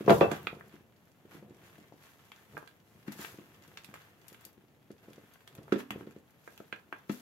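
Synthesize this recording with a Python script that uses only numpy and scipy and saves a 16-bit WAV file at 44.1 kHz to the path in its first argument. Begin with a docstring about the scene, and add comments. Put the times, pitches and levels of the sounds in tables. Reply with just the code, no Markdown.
"""A hand rakes loose potting soil out of a tilted plastic basin into a plastic tub in a small room.
The fingers rub and thud in the soil, and crumbs and dust patter down as thousands of tiny impacts.
Bits of bark and grit tick on the plastic walls and make them ring. At the start the basin clatters
against the tub. The house rumbles faintly behind it all."""
import sys
import numpy as np
from scipy import signal
from scipy.fft import rfft, irfft
from scipy.io import wavfile
from scipy.ndimage import uniform_filter1d

SR = 44100
rng = np.random.default_rng(int(sys.argv[2]) if len(sys.argv) > 2 else 0)


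def pcm_store(signal):
    """Save signal as 16-bit PCM."""
    levels = np.round(np.clip(np.atleast_2d(signal), -1, 1) * 32767)
    wavfile.write(sys.argv[1], SR, levels.astype(np.int16).T)


N = 317951
TIME = np.arange(N) / SR


def undb(db):
    """Turn decibels into a factor to multiply by."""
    return 10 ** (np.asarray(db) / 20)


def unit(x):
    """Scale a signal to an average (rms) level of 1."""
    return x / np.sqrt(np.mean(x ** 2))


def colour(x, points, size=4096):
    """Shape the tone of a sound along a curve of (Hz, dB) points."""
    hz, db = np.transpose(points)
    bin_hz = np.arange(size // 2 + 1) * SR / size + 1
    gain = undb(np.interp(np.log(bin_hz), np.log(hz), db))
    # build the filter so that nothing sounds ahead of its cause
    cepstrum = irfft(np.log(gain))
    cepstrum[1:size // 2] *= 2
    cepstrum[size // 2 + 1:] = 0
    response = irfft(np.exp(rfft(cepstrum)))[:size // 2]
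    return signal.oaconvolve(np.atleast_2d(x), response[None], axes=1)[:, :N]


def cut(x, hz, kind, order):
    """Keep the "low" or the "high" side of a cutoff; a higher order cuts more steeply."""
    return signal.lfilter(*signal.butter(order, min(hz, SR / 2 - 1000), kind, fs=SR), x)


def ring(x, modes, size=12000):
    """A blow plus the tones it sets ringing; the narrower a tone, the longer it lasts."""
    t = np.arange(size) / SR
    response = np.zeros(size)
    for hz, width, db in modes:
        strength = undb(db) * 2 * np.pi * width / SR
        response += strength * np.exp(-np.pi * width * t) * np.cos(2 * np.pi * hz * t)
    response[0] += 1  # the blow itself
    return signal.oaconvolve(x, response[None], axes=1)[:, :N]


def flex(x, hz, width_hz):
    """A bending wall holds back the waves near its own pitch, which smears a blow in time."""
    b, a = signal.iirpeak(hz, hz / width_hz, fs=SR)
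    return x - 2 * signal.lfilter(b, a, x)


def add(out, s, sound, db, pan_db):
    """Mix in a contact at s seconds; db is its level as if it lasted 10 ms, pan_db is left minus right."""
    start = int(s * SR)
    sound = (sound * undb(db) * np.sqrt(SR / 50 / np.sum(sound ** 2)))[:, :N - start]
    out[:, start:start + sound.shape[1]] += undb([[pan_db / 2], [-pan_db / 2]]) * sound


def crumble(decay_s, rise_s=0.0014, apart_hz=380, size=2048):
    """A short dying burst of tiny cracks; left and right differ mainly above apart_hz."""
    t = np.arange(size) / SR
    mid, side = rng.standard_normal((2, size))
    side = cut(side, apart_hz, "high", order=2)
    burst = np.array([mid + side, mid - side]) * np.exp(-t / decay_s) * (1 - np.exp(-t / rise_s))
    return burst / np.sqrt(np.sum(burst ** 2) / 2)


def push(high_hz, order, size=2048):
    """The pulse of one contact: the softer the contact, the lower its cutoff."""
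    return cut(signal.unit_impulse(size), high_hz, "low", order=order)


def grains(per_s, spread_db, lag_s):
    """Countless small impacts of uneven size, each reaching left and right at slightly different times."""
    count = int(per_s * N / SR)
    when, size, sign, side = rng.random((count, 4)).T
    size = undb(-spread_db * np.log(size + 1 / 200)) * np.sign(sign - .5)  # many small, few large
    at = (when * N).astype(int)
    lag = np.round((2 * side - 1) * lag_s * SR).astype(int)
    return unit(np.array([np.bincount(at, size, N), np.bincount((at + lag) % N, size, N)]))


def surge(per_s):
    """A smooth random wobble with a typical size of 1."""
    hold = int(SR / per_s)
    steps = np.repeat(rng.standard_normal(N // hold + 1), hold)[:N]
    return unit(uniform_filter1d(steps, hold))


def swell(t, s, rise_s, fall_s):
    """The power of a movement that builds to a peak at s seconds and dies away."""
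    return np.exp(np.where(t < s, -((t - s) / rise_s) ** 2, -2 * np.abs(t - s) / fall_s))


def strays(per_s, size=256):
    """Chance contacts: their times, and random offsets for level, pitch and place."""
    wait = rng.gamma(2, 1 / 2, size)
    offsets = np.clip(rng.standard_normal((size, 3)), -2, 2)
    s = np.cumsum(wait) / per_s
    inside = s < TIME[-2]
    return s[inside], *offsets[inside].T


def room_noise(level_db=-66.5, side_db=-7):
    """The faint steady rumble and hiss of the house."""
    # The tone of the noise. Each row: frequency in Hz, relative level in dB.
    tone = [(20, -30), (45, -18), (100, 2.5), (200, -0.5), (400, -5.5), (700, -10.5), (1500, -24),
            (3000, -24), (6000, -32.5), (15500, -33.5)]
    mid, side = rng.standard_normal((2, N))
    noise = mid + undb(side_db) * np.array([side, -side])
    return undb(level_db) * unit(colour(noise, tone))


def room(x, gap_s=0.0029, alike_hz=550):
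    """The walls add a short, dense echo; its low notes reach left and right alike."""
    # The echo. Each row: frequency in Hz, seconds to fade by 60 dB, level in dB against the direct sound.
    bands = [(92, 0.55, -13), (200, 0.18, -4.5), (450, 0.2, -3), (1010, .34, -7.5), (2175, 0.18, -3.5),
             (4500, 0.19, -4), (9000, 0.11, -3), (14000, .22, -5)]
    t = TIME[:SR // 2]
    hz = np.arange(len(t) // 2 + 1) * SR / len(t) + 1
    mid, side = rfft(rng.standard_normal((2, len(t))))
    spread = np.pi / 4 * hz / np.hypot(hz, alike_hz)
    noise = mid * np.cos(spread) + np.array([side, -side]) * np.sin(spread)
    centres = np.log([row[0] for row in bands])
    tail = 0
    for share, (_, fade_s, db) in zip(np.eye(len(bands)), bands):
        fade = 1000 ** (-t / fade_s) * (t > gap_s)
        band = irfft(noise * np.interp(np.log(hz), centres, share), len(t))
        tail = tail + undb(db) * band * fade / np.sqrt(np.sum(fade ** 2))
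    return x + signal.oaconvolve(x, tail, axes=1)[:, :N]


def knocks(gain_db=-2, left_hz=470, right_hz=520):
    """The basin knocks on the tub: each contact rattles, bends the wall and makes the basin ring."""
    # The knocks. Each row: start in seconds, level in dB, low and high cutoff in Hz, pan in dB.
    hits = [(.0785, -20, 290, 470, 1.5), (.096, -20, 197, 690, 0), (.106, -17, 240, 500, -2.5),
            (.116, -25.5, 90, 379.4, 2.5), (.125, -27.5, 90.5, 554, 2.5), (.211, -18.5, 309, 570, -1),
            (.229, -25.5, 200, 566, 3), (.243, -30, 310, 525, 0.5), (.316, -37, 120, 760, -5)]
    # The basin's ringing tones. Each row: pitch in Hz, width in Hz, level in dB against the blow.
    basin_tones = [(135, 15, 12.5), (158, 16, 13), (262, 9.6, -4), (414, 24, 1.5), (445, 52, 8),
                   (560, 18, 6), (682, 34, 8), (770, 11, 3.5), (825, 22, 1.5), (978, 54, 6.5),
                   (1157, 21, 13.5), (1380, 14, 8), (1534, 7.9, 12), (2640, 29, 13.5)]
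    out = np.zeros((2, N))
    for s, db, low_hz, high_hz, pan_db in hits:
        rattle = cut(crumble(decay_s=0.01, rise_s=0.004), high_hz, "low", order=2)
        blow = push(high_hz, order=3) + rattle
        add(out, s, cut(blow, low_hz, "high", order=2), db + gain_db, pan_db)
    # left and right face different parts of the wall
    out = np.array([flex(x + 1e-18, hz, width_hz=300) for x, hz in zip(out, (left_hz, right_hz))])
    return ring(cut(out, 140, "high", order=2), basin_tones)


def trickle_db(t):
    """How strongly soil trickles over the rim at time t, in dB."""
    # The trickle. Each row: time in seconds, level in dB.
    levels = [(0, -58.5), (.55, -65.5), (.85, -76), (1.55, -74), (1.8, -72), (2.1, -80), (2.38, -66.5),
              (2.75, -77), (3.1, -69), (3.55, -67), (3.95, -66.5), (4.15, -70.5), (4.42, -66), (4.6, -77.5),
              (4.95, -76), (5.15, -69), (5.85, -70.5), (6.25, -74), (7.21, -73.5)]
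    return np.interp(t, *np.transpose(levels))


def grit(above_db=4, spread_db=0.5, hz=7450, octaves=0.76, crack_db=-5, pan_db=-1):
    """Stray grit hits the walls at random, louder when the trickle is stronger; gives rows for ticks()."""
    s, size, pitch, place = strays(per_s=9.9)
    db = trickle_db(s) + above_db + spread_db * size
    return list(zip(s, db, hz * 2 ** (octaves * pitch), np.full(len(s), crack_db), pan_db * place))


def ticks(gain_db=-3, crack_hz=13000, scatter_db=7):
    """Hard bits and nails tap the plastic; each tap scatters between the walls, with a crack on top."""
    # The taps. Each row: start in seconds, level in dB, high cutoff in Hz, crack in dB, pan in dB.
    taps = [(.0957, -33, 3540, -26, 10), (.104, -35, 3650, -10, -16.5), (0.2091, -33.5, 3030, -28, -14),
            (0.315, -41, 2650, 0.5, -14), (.47, -30, 3250, -27, -2), (0.609, -48.5, 1900, -34, -1),
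            (2.318, -48.5, 3720, -13.5, -2), (2.569, -41.5, 1950, -34, -10), (2.577, -41, 1430, -18, 0),
            (2.626, -51, 1210, -31, 4.5), (2.675, -53.5, 3430, -6.5, -9), (3.247, -41.5, 3100, -33, 5),
            (3.773, -43.5, 4470, -8.5, -3), (3.845, -49.5, 4300, 2.5, -5), (3.94, -46, 2340, -9, -1),
            (4.282, -52.5, 14500, -20, 7.5), (4.328, -59, 12400, 22, 7), (4.345, -54, 3450, -8, -2),
            (4.451, -48, 14000, -4, 1.5), (4.915, -64, 12000, -1, -2), (5.132, -58, 4400, -1, 0),
            (5.337, -63, 12500, 1.5, 5.5), (5.357, -60, 2380, -25, 3), (5.476, -50.5, 3700, -4.5, -3),
            (5.551, -55.5, 2800, 7, 1.5), (5.68, -52.5, 1540, -24, -2), (5.722, -33, 1830, -22.5, -1.5),
            (5.906, -35, 2700, -10.5, -2.5), (6.009, -52, 1520, -29, 1), (6.109, -60.5, 2400, -4, -1),
            (6.476, -45.5, 1790, -20, -3), (6.577, -53, 3600, -1, -2.5), (6.602, -49, 1310, -28, 7),
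            (6.7259, -36, 2840, -25, -3), (6.926, -36.5, 2160, -27, 2)]
    # The thin tub wall's tones. Each row: pitch in Hz, width in Hz, level in dB against the blow.
    tub_tones = [(421, 61, 0.5), (1340, 60, -5.5), (1594, 55, 2.5), (2445, 120, -7), (3360, 90, -2.5),
                 (4660, 130, -4)]
    out = np.zeros((2, N))
    for s, db, high_hz, crack_db, pan_db in taps + grit():
        scatter = cut(crumble(decay_s=0.0023, rise_s=0.0003), high_hz, "low", order=5)
        tap = push(high_hz, order=5) + undb(scatter_db) * scatter
        crack = undb(crack_db) * cut(crumble(decay_s=0.0023, rise_s=0.0005), crack_hz, "low", order=2)
        low_hz = 560 * (high_hz / 3000) ** 1.15  # a harder tick has less bass
        add(out, s, cut(tap + crack, low_hz, "high", order=2), db + gain_db, pan_db)
    return ring(out, tub_tones)


def rub_strength(t, resting_db=-79.5):
    """How strongly things rub at time t: at the start the basin scrapes on the tub, later the hand or the
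    shifting soil rubs; even a resting hand rubs a little."""
    # The strokes; the first is the basin scraping on the tub, the rest are the hand's. Each row: peak time,
    # rise and fall in seconds, level in dB.
    strokes = [(.19, .07, 0.1, -36.5), (.5, .03, 0.15, -54.5), (1.42, .11, 0.32, -61),
               (2.55, .035, 0.047, -59), (3.3, .25, 0.64, -64), (5.06, 0.035, .07, -63.5),
               (5.598, 0.067, 0.17, -59.5), (5.941, .025, 0.11, -54.5), (7.15, .15, 0.22, -78)]
    power = sum(undb(db) ** 2 * swell(t, s, rise_s, fall_s) for s, rise_s, fall_s, db in strokes)
    return np.sqrt(undb(resting_db) ** 2 + power)


def clods(above_db=6.5, spread_db=6, max_db=-54, hz=430, octaves=0.16, pan_db=2):
    """Small clods give way at random, louder when the hand rubs harder; gives rows for thuds()."""
    s, size, pitch, place = strays(per_s=9)
    db = np.minimum(20 * np.log10(rub_strength(s)) + above_db + spread_db * size, max_db)
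    return list(zip(s, db, hz * 2 ** (octaves * pitch), pan_db * place))


def thuds(gain_db=-1, crunch_hz=2000, damping=0.35, soft_db=-50, full_ring_db=-20):
    """Fingers and clods push on the soil-laden wall; the soil crunches, and hard pushes ring the most."""
    # The pushes. Each row: start in seconds, level in dB, high cutoff in Hz, pan in dB.
    pushes = [(.006, -37, 437, -1.5), (0.063, -38.5, 490, 3), (.315, -36.5, 405, 0),
              (0.469, -45.5, 577, -2), (0.528, -46.5, 710, 2), (0.737, -50.5, 373, 1.5),
              (1.25, -54, 444, -2.5), (1.349, -51.5, 380, -6), (1.378, -53.5, 254, 2),
              (1.424, -50.5, 510, 1), (1.505, -56, 408, -4.5), (1.781, -57, 670, 3), (1.922, -53, 864, 4.5),
              (1.938, -56.5, 460, -2.5), (2.952, -58, 276, 2.5), (3.078, -36.5, 286, 3),
              (3.191, -44.5, 370, 1.5), (3.384, -46, 395, .5), (3.885, -51.5, 261, 1),
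              (4.319, -54, 507, -2), (4.576, -58, 400, 5.5), (4.903, -45.5, 455, 0), (5.082, -50, 517, 1),
              (5.105, -55, 522, -2), (5.179, -50.5, 538, 0), (5.58, -47.5, 214, 0), (5.7218, -23, 410, -4),
              (5.757, -32, 416, 1.5), (5.906, -41, 307, 0.5), (5.957, -41.5, 474, 0.5),
              (6.007, -46, 414, -2), (6.028, -48, 370, -5), (6.07, -43.5, 457, -1), (6.161, -47.5, 440, 0),
              (6.602, -48, 597, -1), (6.726, -47.5, 530, -3), (7.094, -30, 290, 3.5)]
    # The laden wall's tones. Each row: pitch in Hz, width in Hz, level in dB against the blow.
    wall_tones = [(200, 14, 4.5), (246.7, 5.2, 6), (281, 4, 0.5), (369, 8.3, 2), (409, 17, 9.5),
                  (540, 14, 6)]
    dull, ringing = np.zeros((2, 2, N))
    for s, db, high_hz, pan_db in pushes + clods():
        firmness_db = db - soft_db
        low_hz = 129 * 2 ** (0.03 * firmness_db)  # a firmer push is shorter, so it has less bass
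        crunch = undb(-23.5 + 0.1 * firmness_db) * cut(crumble(decay_s=0.0077), crunch_hz, "low", order=2)
        blow = cut(push(high_hz, order=5) + crunch, low_hz, "high", order=3)
        thud = flex(blow, high_hz, width_hz=190)
        add(dull, s, thud, db + gain_db, pan_db)
        add(ringing, s, thud, db + gain_db + damping * (db - full_ring_db), pan_db)
    return dull + ring(ringing, wall_tones) - ringing  # subtract so that each blow sounds only once


def raked_soil(rub_db=2, patter_db=0.5, fine_db=-6, sift_hz=3500):
    """The basin scrapes on the tub at the start, then the hand rubs in fits and starts; crumbs and dust fall in
    small slides and in a thin trickle."""
    # The tones of the low rub, the crumbs and the hissing dust. Each row: frequency in Hz, level in dB.
    rub_tone = [(30, -25.5), (60, -8.5), (105, -1.5), (160, 3.5), (260, -8.5), (400, -3), (600, -11),
                (1000, -16.5), (3000, -48)]
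    crumb_tone = [(200, -15), (500, -5.5), (800, 0.5), (1600, 2), (2600, -2.5), (3400, -5.5), (4500, -15),
                  (7000, -22.5), (12000, -36.5)]
    dust_tone = [(1500, -12.5), (3500, 1.5), (4600, 2), (6500, -0.5), (9000, -0.5), (12000, -1.5),
                 (15500, -7)]
    # Slides of soil. Each row: peak time, rise and fall in seconds, crumb level and dust level in dB.
    slides = [(0.111, 0.016, 0.065, -46, -46.5), (.2, .03, 0.018, -66, -53), (.33, 0.022, 0.044, -46, -58),
              (0.741, 0.034, 0.04, -63.5, -74.5), (1.346, 0.03, .036, -58, -64),
              (1.66, .054, 0.23, -63, -71), (2.06, 0.058, .22, -63.5, -67.5), (2.57, 0.05, 0.12, -67, -70),
              (2.901, 0.043, 0.25, -87, -75), (3.076, 0.0076, 0.021, -55.5, -63.5),
              (3.126, .008, 0.027, -51.5, -54), (3.222, 0.028, 0.066, -50.5, -50),
              (3.96, 0.015, 0.047, -56.5, -68), (5.04, 0.011, .088, -68, -76),
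              (5.745, 0.0071, .033, -64, -68), (5.804, 0.02, 0.014, -49.5, -58),
              (6.01, 0.027, 0.028, -65, -70.5), (6.55, 0.096, 0.13, -69, -69),
              (6.96, 0.014, 0.056, -61.5, -78), (7.131, .025, 0.1, -60.5, -57)]
    trickle = undb(trickle_db(TIME))
    crumb_power = (trickle * undb(patter_db)) ** 2
    dust_power = np.zeros(N)
    for s, rise_s, fall_s, crumb_db, dust_db in slides:
        slide = swell(TIME, s, rise_s, fall_s)
        crumb_power += undb(crumb_db) ** 2 * slide
        dust_power += undb(dust_db) ** 2 * slide
    uneven_flow = undb(1.2 * surge(per_s=45))
    rub = unit(colour(grains(per_s=720, spread_db=3, lag_s=0.0001), rub_tone))
    crumbs = unit(colour(grains(per_s=3200, spread_db=4, lag_s=0.00027), crumb_tone))
    dust = unit(colour(grains(per_s=6000, spread_db=4.5, lag_s=0.0003), dust_tone))
    fine_dust = colour(grains(per_s=3000, spread_db=0.5, lag_s=0.00033), dust_tone)
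    fine_dust = unit(cut(fine_dust, sift_hz, "high", order=1))  # the trickle sifts out the finest dust
    rubbing = rub * rub_strength(TIME) * undb(rub_db + 0.5 * surge(per_s=25))
    falling = crumbs * np.sqrt(crumb_power) + dust * np.sqrt(dust_power)
    sifting = fine_dust * trickle * undb(fine_db)
    return rubbing + uneven_flow * (falling + sifting)


def scene():
    """Basin, tub and soil in the room."""
    return room(knocks() + thuds() + ticks() + raked_soil()) + room_noise()


def record(dry, rumble_hz=35, top_hz=15750):
    """Each of two microphones colours the treble its own way; the deepest and highest sounds are cut."""
    # The microphones' tone. Each row: frequency in Hz, left gain in dB, right gain in dB.
    mic_tone = [(3000, 1, 0.5), (5050, -1.5, 0), (6614, -0.5, 4), (8300, -2.5, -2.5), (11000, 4, -3.5),
                (11300, 6, -4.5), (11800, 9.5, -3), (13300, 8, -4), (15500, 4.5, -1)]
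    hz, left_db, right_db = np.transpose(mic_tone)
    heard = np.vstack([colour(x, np.column_stack([hz, db])) for x, db in zip(dry, (left_db, right_db))])
    heard = cut(heard, rumble_hz, "high", order=2)
    return signal.sosfilt(signal.ellip(10, .2, 70, top_hz, fs=SR, output="sos"), heard)


dry = scene()
out = record(dry)
pcm_store(out)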